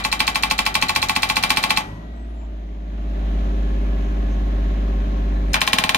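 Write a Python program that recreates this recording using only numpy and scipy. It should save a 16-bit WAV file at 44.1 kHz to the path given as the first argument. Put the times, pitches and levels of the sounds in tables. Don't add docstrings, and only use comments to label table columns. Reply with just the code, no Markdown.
import sys
import numpy as np
from scipy import signal
from scipy.fft import rfft, irfft, next_fast_len
from scipy.io import wavfile
from scipy.ndimage import uniform_filter1d

SR = 44100
rng = np.random.default_rng(int(sys.argv[2]) if len(sys.argv) > 2 else 0)


def ratio_of_db(decibels):
    return 10 ** (np.asarray(decibels, float) / 20)


def int16_out(signal):
    q = np.round(np.clip(np.atleast_2d(signal).T, -1, 1) * 32767)
    wavfile.write(sys.argv[1], SR, q.astype(np.int16))


N = 263277

MOVE_S = 3
USUAL_BLOW_DB = -6
HAMMER_LEAD_S = 0.000328
# t/s, peak level/dB
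FIRST_BLOWS = [(0.0483, -8.5), (0.1256, -8.5), (0.2024, -5.5), (0.2773, -6.5), (0.3556, -7.5),
               (0.4339, -5.5), (0.5097, -7), (0.5891, -6), (0.6629, -7), (0.7517, -7), (0.8235, -5),
               (0.8929, -7.5), (0.9597, -8), (1.0266, -7), (1.0944, -6.5), (1.1618, -7), (1.2306, -6),
               (1.2984, -6.5), (1.3668, -6.5), (1.4356, -7.5), (1.503, -6), (1.5703, -6.5), (1.6372, -6),
               (1.7045, -5), (1.7719, -6)]
# t/s, peak level/dB
SECOND_BLOWS = [
    (5.5413, -2),
    (5.6151, -6),
    (5.675, -6.5),
    (5.7309, -5),
    (5.7843, -5.5),
    (5.8376, -6),
    (5.8915, -5.5),
    (5.9454, -4.5),
]
# f/Hz, time to fall 60 dB/s
RATTLE_T60 = [(500, 0.57), (2000, 0.23), (6000, 0.11), (15000, 0.12)]
# f/Hz, left minus right/dB, shared part/0-1
HAMMER_PORTS = [(125, 1, 1), (285, -8, 0.31), (640, 0.5, 1), (1450, 5, 0.56), (3170, -3, 0.11),
                (6130, 3, 0.16), (8800, 7, 0.36), (15500, 6.5, 0.18)]


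def breaker():
    s, peak_db, housing_db, bright_db, valve_db = strokes()
    valve_s = s - np.where(s < MOVE_S, 0.0093, 0.0085)
    s = s + 0.0007
    restart = np.arange(len(s)) == np.argmax(s > MOVE_S)
    valve_db = valve_db + 1.5 * restart
    peak_db = peak_db - 3.6 * restart
    restart_db = 5 * restart

    blows = chisel_and_housing(s, peak_db, housing_db)
    low = arm_and_ground(s, peak_db, restart_db)
    spool = valve_spool(valve_s, valve_db)
    rattle = rattle_and_jet(s, peak_db, bright_db, restart_db, valve_s, valve_db)
    direct = low + spool + rattle[0]
    other = np.roll(spool, 60) + rattle[1]
    return blows + ports(direct, other, HAMMER_PORTS, HAMMER_LEAD_S)


def strokes():
    earlier = [(early_s, -5) for early_s in (-0.13, -0.029)]
    s, peak_db = np.transpose(earlier + FIRST_BLOWS + SECOND_BLOWS)
    seat_no = (s > MOVE_S).astype(int)
    since = s - np.where(seat_no, SECOND_BLOWS[0][0], FIRST_BLOWS[0][0])
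    harder = peak_db - USUAL_BLOW_DB
    luck = rng.standard_normal((len(s), 3))

    housing_db = np.take([-16.5, -15.5], seat_no) - 0.41 * harder + 0.8 * luck[:, 0]
    housing_db += -1.5 * (s == SECOND_BLOWS[0][0])
    bright_db = np.take([2.0, 1], seat_no) - 0.93 * harder + 1.0 * luck[:, 1]
    fade_db_per_s = np.take([1, 63.5], seat_no)
    valve_db = np.take([-21, -16], seat_no) - fade_db_per_s * since + 1.2 * luck[:, 2]
    return s, peak_db, housing_db, bright_db, valve_db


def chisel_and_housing(s, peak_db, housing_db):
    # f/Hz, left minus right/dB, left port leads/rad
    first_places = [(772, -3, 1.3), (860, 8, 1.8), (1095, 3, .5), (1154, -1, 1.2), (1528, 4, -.9),
                    (1959, 12, -2.1), (2029, -1, .8), (2352, 0, -.4), (2420, 0, -.4), (2592, -1, -.3),
                    (3106, 1, -1), (3211, -9, 1.6), (3356, 0, 1.8), (3507, 9, 2.2), (3816, -4, 2),
                    (4449, -9, -3.1), (5162, -1, 3)]
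    # level/dB, time to fall 60 dB/s
    first_rings = [(-22.5, 0.38), (-6.5, 0.11), (-5, 0.087), (-16.5, 0.21), (-17.5, 0.072), (-36, 0.081),
                   (-15, 0.15), (-8.5, 0.14), (-24.5, 0.2), (-10.5, 0.097), (-26, 0.33), (-12, 0.044),
                   (-16.5, 0.069), (-57.5, 0.061), (-13.5, 0.012), (-10.5, 0.037), (-14.5, 0.071)]
    # f/Hz, left minus right/dB, left port leads/rad
    second_places = [(632, 1, .5), (772, -1, 1.5), (837, 2, 1.7), (1073, 4, .7), (1466, 5, .6),
                     (1765, 11, 1), (1868, 8, -.1), (2013, 2, .3), (2390, 1, -.5), (2667, -3, .8),
                     (3009, 4, .9), (3540, 7, 1.4), (3749, -3, 2), (4150, -1, 1.7), (6939, 2, -2.2)]
    # level/dB, time to fall 60 dB/s
    second_rings = [(-21.5, 0.2), (-14.5, 0.14), (-13, 0.2), (-2, 0.06), (-26, 0.056), (-21, 0.067),
                    (-14, 0.056), (-8, 0.04), (-9.5, 0.13), (-12.5, 0.084), (-3, 0.035), (-3, 0.02),
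                    (-12.5, 0.085), (-24, 0.038), (-15, 0.063)]
    a, b = s < MOVE_S, s > MOVE_S
    first = seat(s[a], peak_db[a] - 5.5, housing_db[a], first_places, first_rings, crowd_db=5.5)
    second = seat(s[b], peak_db[b] - 7.0, housing_db[b], second_places, second_rings, crowd_db=5)
    return first + second


def seat(s, db, housing_db, places, rings, crowd_db):
    # f/Hz, level per Hz/dB
    dense = [(300, -28.5), (600, -13), (1300, -10.5), (2400, -7.5), (4200, -3), (4900, -15), (7700, -39.5),
             (8900, -14), (11000, -29.5), (16000, -20)]
    t = np.arange(SR // 2) / SR
    bodies = np.zeros((4, 2, t.size))
    contact = (1 - np.exp(-t / 0.00015)) * (1 + 1.1 * ratio_of_db(-60 * t / 0.02))
    for k, ((hz, pan_db, lead), (level_db, t60)) in enumerate(zip(places, rings)):
        phase = 2 * np.pi * hz * t + np.array([[lead], [-lead]]) / 2
        pan = ratio_of_db([[pan_db / 2], [-pan_db / 2]])
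        mode = ratio_of_db(level_db - 60 * t / t60) * pan * np.sin(phase)
        if hz < 1400:
            bodies[0] += mode * (1 - np.exp(-t / 0.0021))
        else:
            bodies[1 + k % 3] += mode * contact

    crack = ratio_of_db(0.5 - 60 * t / 0.014) * np.sin(2 * np.pi * 2450 * t)
    bodies[1] += crack * (1 - np.exp(-t / 0.0002))

    def crowd_fade(hz):
        return ratio_of_db(-60 * t / at_hz(RATTLE_T60, hz)) + 2.6 * ratio_of_db(-60 * t / 0.011)

    crowd = bands(dense, crowd_fade, size=t.size)
    bodies[2] += ratio_of_db(crowd_db) * ports(*crowd, HAMMER_PORTS, HAMMER_LEAD_S)

    luck = 1.6 * rng.standard_normal((len(s), 4))
    levels_db = db + luck.T * [[0], [0.5], [1], [1]]
    levels_db[0] += housing_db + 17.0
    early = SR // 8
    out = np.zeros((2, N))
    for level_db, body in zip(levels_db, bodies):
        hits = clicks(s, ratio_of_db(level_db), size=early)
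        out += signal.fftconvolve(hits[None], body)[:, early:early + N]
    return out


def arm_and_ground(s, peak_db, restart_db):
    # f/Hz, level/dB, time to fall 60 dB/s
    arm_modes = [(863, -27, .4), (975, -40, .7), (1357, -37, 1.2), (1464, -39, .5), (1938, -38, 1.7),
                 (2365, -23, .3), (2590, -31, .3), (3090, -34, .45), (4200, -38, .3), (4650, -34, .35)]
    # f/Hz, level/dB, time to fall 60 dB/s
    ground_modes = [(81, -33.5, 0.2), (183, -31.5, 0.11), (213, -21.5, 0.073), (254.6, -23, 0.13)]
    arm = struck(s, peak_db + restart_db, arm_modes, spread_db=2.0)
    thump_db = peak_db + 0.93 * (peak_db - USUAL_BLOW_DB)
    return arm + struck(s + 0.00884, thump_db, ground_modes, spread_db=3.0)


def valve_spool(valve_s, valve_db):
    # f/Hz, level/dB, time to fall 60 dB/s
    first_valve = [(4120, 2.5, 0.048), (4306, -2, 0.023), (7103, -8.5, 0.14), (3280, -15.5, 0.0067)]
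    # f/Hz, level/dB, time to fall 60 dB/s
    second_valve = [(5020, -6, .07), (4250, -7, .02), (7300, -14, .08), (3100, -9, .015)]
    a = valve_s < MOVE_S
    spool = struck(valve_s[a], valve_db[a] - 7.0, first_valve, spread_db=2.0)
    spool += struck(valve_s[~a], valve_db[~a] - 7.0, second_valve, spread_db=2.0)
    spool += 1.2 * np.roll(spool, 97) + 1.8 * np.roll(spool, 190)
    return spool


def rattle_and_jet(s, peak_db, bright_db, restart_db, valve_s, valve_db):
    # f/Hz, level per Hz/dB
    rattle_spectrum = [(300, -41), (700, -20), (2000, -15.5), (4200, -18), (6000, -18), (7500, -24.5),
                       (9000, -26), (16000, -33)]
    grit = ratio_of_db(2.5 * drift(120))

    def dying(hz):
        bright = np.clip(np.log2(hz / 3000), 0, 1)
        t60 = at_hz(RATTLE_T60, hz)
        hit_db = peak_db + restart_db * (2 - bright) + bright * bright_db
        hit = clicks(s, ratio_of_db(hit_db + spent(s, t60)))
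        tail = fade(hit, t60)
        jet_t60 = 0.065
        jet_db = valve_db + 9.0 + 7.5 * bright
        jet = fade(clicks(valve_s, ratio_of_db(jet_db + spent(valve_s, jet_t60))), jet_t60)
        far = 0.13 * ratio_of_db(-9.0 * bright) * fade(hit, 0.7)
        return (tail + jet) * grit + far

    return ratio_of_db(1.0) * bands(rattle_spectrum, dying)


def squeaks():
    # t/s, length/s, f/Hz, width/Hz,
    # level/dB
    narrow_noises = [(2.116, 0.18, 7900, 200, -72.5), (2.24, 0.18, 9200, 200, -77.5),
                     (2.334, 0.16, 7240, 500, -69), (2.4, 0.062, 850, 500, -49.5), (2.41, .02, 2400, 600, -60),
                     (4.29, .07, 6300, 1500, -59), (5.34, 0.095, 1743, 40, -47.5),
                     (5.35, 0.039, 3960, 80.3, -53), (5.472, 0.1, 8770, 150, -59), (2.702, 4.3, 1074, 50, -56.5),
                     (2.8, 2.5, 1695, 60.3, -59), (1.81, 0.29, 1010, 150, -53)]
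    out, t = np.zeros((2, N)), np.arange(N) / SR
    white = rng.standard_normal(N)
    for s, length, hz, width_hz, db in narrow_noises:
        t60 = 3.0 / width_hz
        narrow = ring(ring(white, hz, t60), hz, t60)
        swell = np.sin(np.pi * np.clip((t - s) / length, 0, 1))
        out += ratio_of_db(db) * rms_one(narrow) * swell * [[1.3], [0.7]]
    return out


def engine():
    # t/s, firing rate/Hz
    speed_points = [(0, 52), (.62, 50.8), (.9, 45), (1.2, 45), (1.7, 48), (2.15, 56.2), (2.35, 55.5),
                    (2.65, 52.2), (3.6, 50.3), (5.5, 50.05), (5.68, 47.4), (5.97, 47)]
    # t/s, load/0-1
    load_points = [
        (0, 0.46),
        (.7, 0.23),
        (.85, 0.97),
        (1.4, 0.75),
        (1.8, 0.86),
        (2.25, 0.01),
        (5.5, 0),
        (5.58, .55),
        (5.8, 0.96),
    ]
    # multiple of the three-firing cycle, level/dB
    exhaust = [(1, -54.5), (2, -33.5), (3, 0), (4, -26), (5, -31.5), (6, -30.5), (7, -40.5), (8, -34.5),
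               (9, -23.5), (10, -22), (11, -24.5), (12, -19), (13, -21.5), (14, -29.5), (15, -21.5),
               (16, -32), (17, -28.5), (18, -21), (19, -39.5), (20, -41), (21, -29.5), (22, -47.5),
               (23, -26.5), (24, -22), (25, -36.5),
               (32, -23), (34, -29.5), (35, -24.5), (39, -25.5), (66, -30.5), (102, -37.5)]
    # f/Hz, level per Hz/dB
    clatter = [(30, 1), (90, -5), (200, -14.5), (380, -9), (470, -29), (600, -9), (770, -14), (900, -18),
               (2140, -24.5), (3980, -30), (5100, -48), (6000, -38.5), (7000, -33.5), (9000, -37)]
    # f/Hz, left minus right/dB, shared part/0-1
    engine_ports = [(128, 6, 0.48), (297, -5.5, 1), (644, -1, 0.3), (1430, 1.5, 0.59), (3300, -3, 0.07),
                    (7000, 8.5, 0.19), (15000, 14, 0.33)]
    t = np.arange(N) / SR
    speed = np.interp(t, *np.transpose(speed_points))
    speed = uniform_filter1d(speed, SR // 8, mode="nearest")
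    load = np.interp(t, *np.transpose(load_points))
    cycle = 2 * np.pi * np.cumsum(speed) / SR / 3

    level_db = -44.5 + 4 * load + gain_lift(t)
    boom_db = level_db + 15.5 - 17.5 * load
    second_db = level_db - 8 - 2 * (speed - 50)
    bark_db = 16 * np.sin(np.pi * np.clip((t - FIRST_BLOWS[-1][0] - 0.03) / 0.32, 0, 1))
    second_db = second_db + bark_db
    boom = ratio_of_db(boom_db + 0.28 * drift(4.4)) * np.sin(3 * cycle)
    boom += ratio_of_db(second_db + 2.1 * drift(12)) * np.sin(6 * cycle + 1)

    tones = np.zeros(N)
    for k, db in exhaust:
        if k in (3, 6):
            continue
        waver_db = (0.6 if k % 3 == 0 else 2.2) * drift(2.5)
        tone_db = db + 18.0 + 0.62 * bark_db * (k == 9) + waver_db
        tones += ratio_of_db(tone_db) * np.sin(k * cycle + rng.uniform(0, 6.33) + 0.18 * drift(2.4))
    tones += ratio_of_db(-20.0 + 2.83 * (speed - 48.5) + 1.5 * drift(6.6)) * np.sin(36 * cycle)
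    tones = signal.lfilter(*signal.iirnotch(475, 3.5, fs=SR), tones)

    throb = 1 + 0.086 * np.cos(3 * cycle) + 0.041 * np.cos(cycle)
    noise = bands(clatter, lambda hz: ratio_of_db(0.76 * drift(4.2)) * (throb if hz > 500 else 1))
    noise = signal.sosfilt(signal.cheby2(6, 30, 7700, fs=SR, output="sos"), noise)
    hiss = ratio_of_db(-54.0) * signal.lfilter([1, 0.25], [1], rng.standard_normal((2, N)))
    near, far = ratio_of_db(level_db + 23.5) * (noise + hiss)
    direct = np.sqrt(2) * boom + ratio_of_db(level_db) * tones + near
    return duck() * ports(direct, far, engine_ports, lead_s=0.00045)


def gain_lift(t):
    start, end = FIRST_BLOWS[-1][0] + 1.05, SECOND_BLOWS[0][0]
    rise = np.sin(np.pi / 2 * np.clip((t - start) / 0.65, 0, 1))
    return 10 * rise * np.clip(1 - (t - end) / 0.1, 0, 1)


def duck():
    s = np.transpose(FIRST_BLOWS + SECOND_BLOWS)[0] - 0.0045
    dip = fade(clicks(s, 0.9), 0.14)
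    return ratio_of_db(-9.5 * uniform_filter1d(dip, SR // 150))


def ports(direct, other, table, lead_s):
    size = next_fast_len(direct.size + 512)
    hz = np.arange(size // 2 + 1) * SR / size
    apart = hz ** 4 / (hz ** 4 + 215 ** 4)
    tilt = ratio_of_db(apart * at_hz(table, hz + 1) / 2)
    shared = 1 - apart * (1 - np.clip(at_hz(table, hz + 1, order=2), 0, 1))
    lag = 2 * np.pi * hz * lead_s * apart
    near, far = rfft(direct, size), rfft(other, size)
    right = shared * near * np.exp(-1j * lag) + np.sqrt(1 - shared ** 2) * far
    return irfft(np.array([near * tilt, right / tilt]), size)[:, :direct.size]


def bands(spectrum, shape, size=N):
    out, edges = 0, 32 * 2 ** np.arange(0, 9.2, 1 / 3)
    white = rng.standard_normal((2, 2, size))
    for k, (low, high) in enumerate(zip(edges, edges[1:])):
        hz = np.sqrt(low * high)
        if hz > spectrum[0][0]:
            sos = signal.butter(2, [low, high], "band", fs=SR, output="sos")
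            band = signal.sosfilt(sos, white[k % 2])
            out = out + ratio_of_db(at_hz(spectrum, hz)) * shape(hz) * band
    return out


def struck(s, db, modes, spread_db):
    luck = rng.standard_normal((len(s), len(modes)))
    out = np.zeros(N)
    for k, (hz, level_db, t60) in enumerate(modes):
        strike_db = db + level_db + spread_db * luck[:, k] + spent(s, t60)
        out += ring(clicks(s, ratio_of_db(strike_db)), hz, t60)
    return out


def ring(x, hz, t60):
    r, w = ratio_of_db(-60 / (t60 * SR)), 2 * np.pi * hz / SR
    return signal.lfilter([0, np.sin(w)], [1, -2 * r * np.cos(w), r * r], x)


def fade(x, t60):
    return signal.lfilter([1], [1, -ratio_of_db(-60 / (t60 * SR))], x)


def clicks(s, gains, size=0):
    out = np.full(N + size, 1e-18)
    places = np.clip(np.round(s * SR).astype(int) + size, 0, N + size - 1)
    np.add.at(out, places, gains)
    return out


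def spent(s, t60):
    return 60 * np.minimum(s, 0) / t60


def drift(rate):
    r = np.exp(-80 * np.pi * rate / SR)
    slow = signal.lfilter([1], [1, -2 * r, r * r], rng.standard_normal(N // 40 + 2002))[2000:]
    return np.interp(np.arange(N) / 40, np.arange(len(slow)), rms_one(slow))


def rms_one(x):
    return x / np.sqrt(np.mean(x ** 2) + 1e-20)


def at_hz(points, hz, order=1):
    points = np.array(points)
    return np.interp(np.log(hz), np.log(points[:, 0]), points[:, order])


def scene():
    return breaker() + squeaks() + engine()


def roll_off(x):
    return signal.sosfilt(signal.butter(12, 16500, fs=SR, output="sos"), x)


def record(dry):
    cut = signal.sosfilt(signal.cheby2(8, 45, 16600, fs=SR, output="sos"), dry)
    return roll_off(np.clip(cut, -1, 1))


dry = scene()
out = record(dry)
int16_out(out)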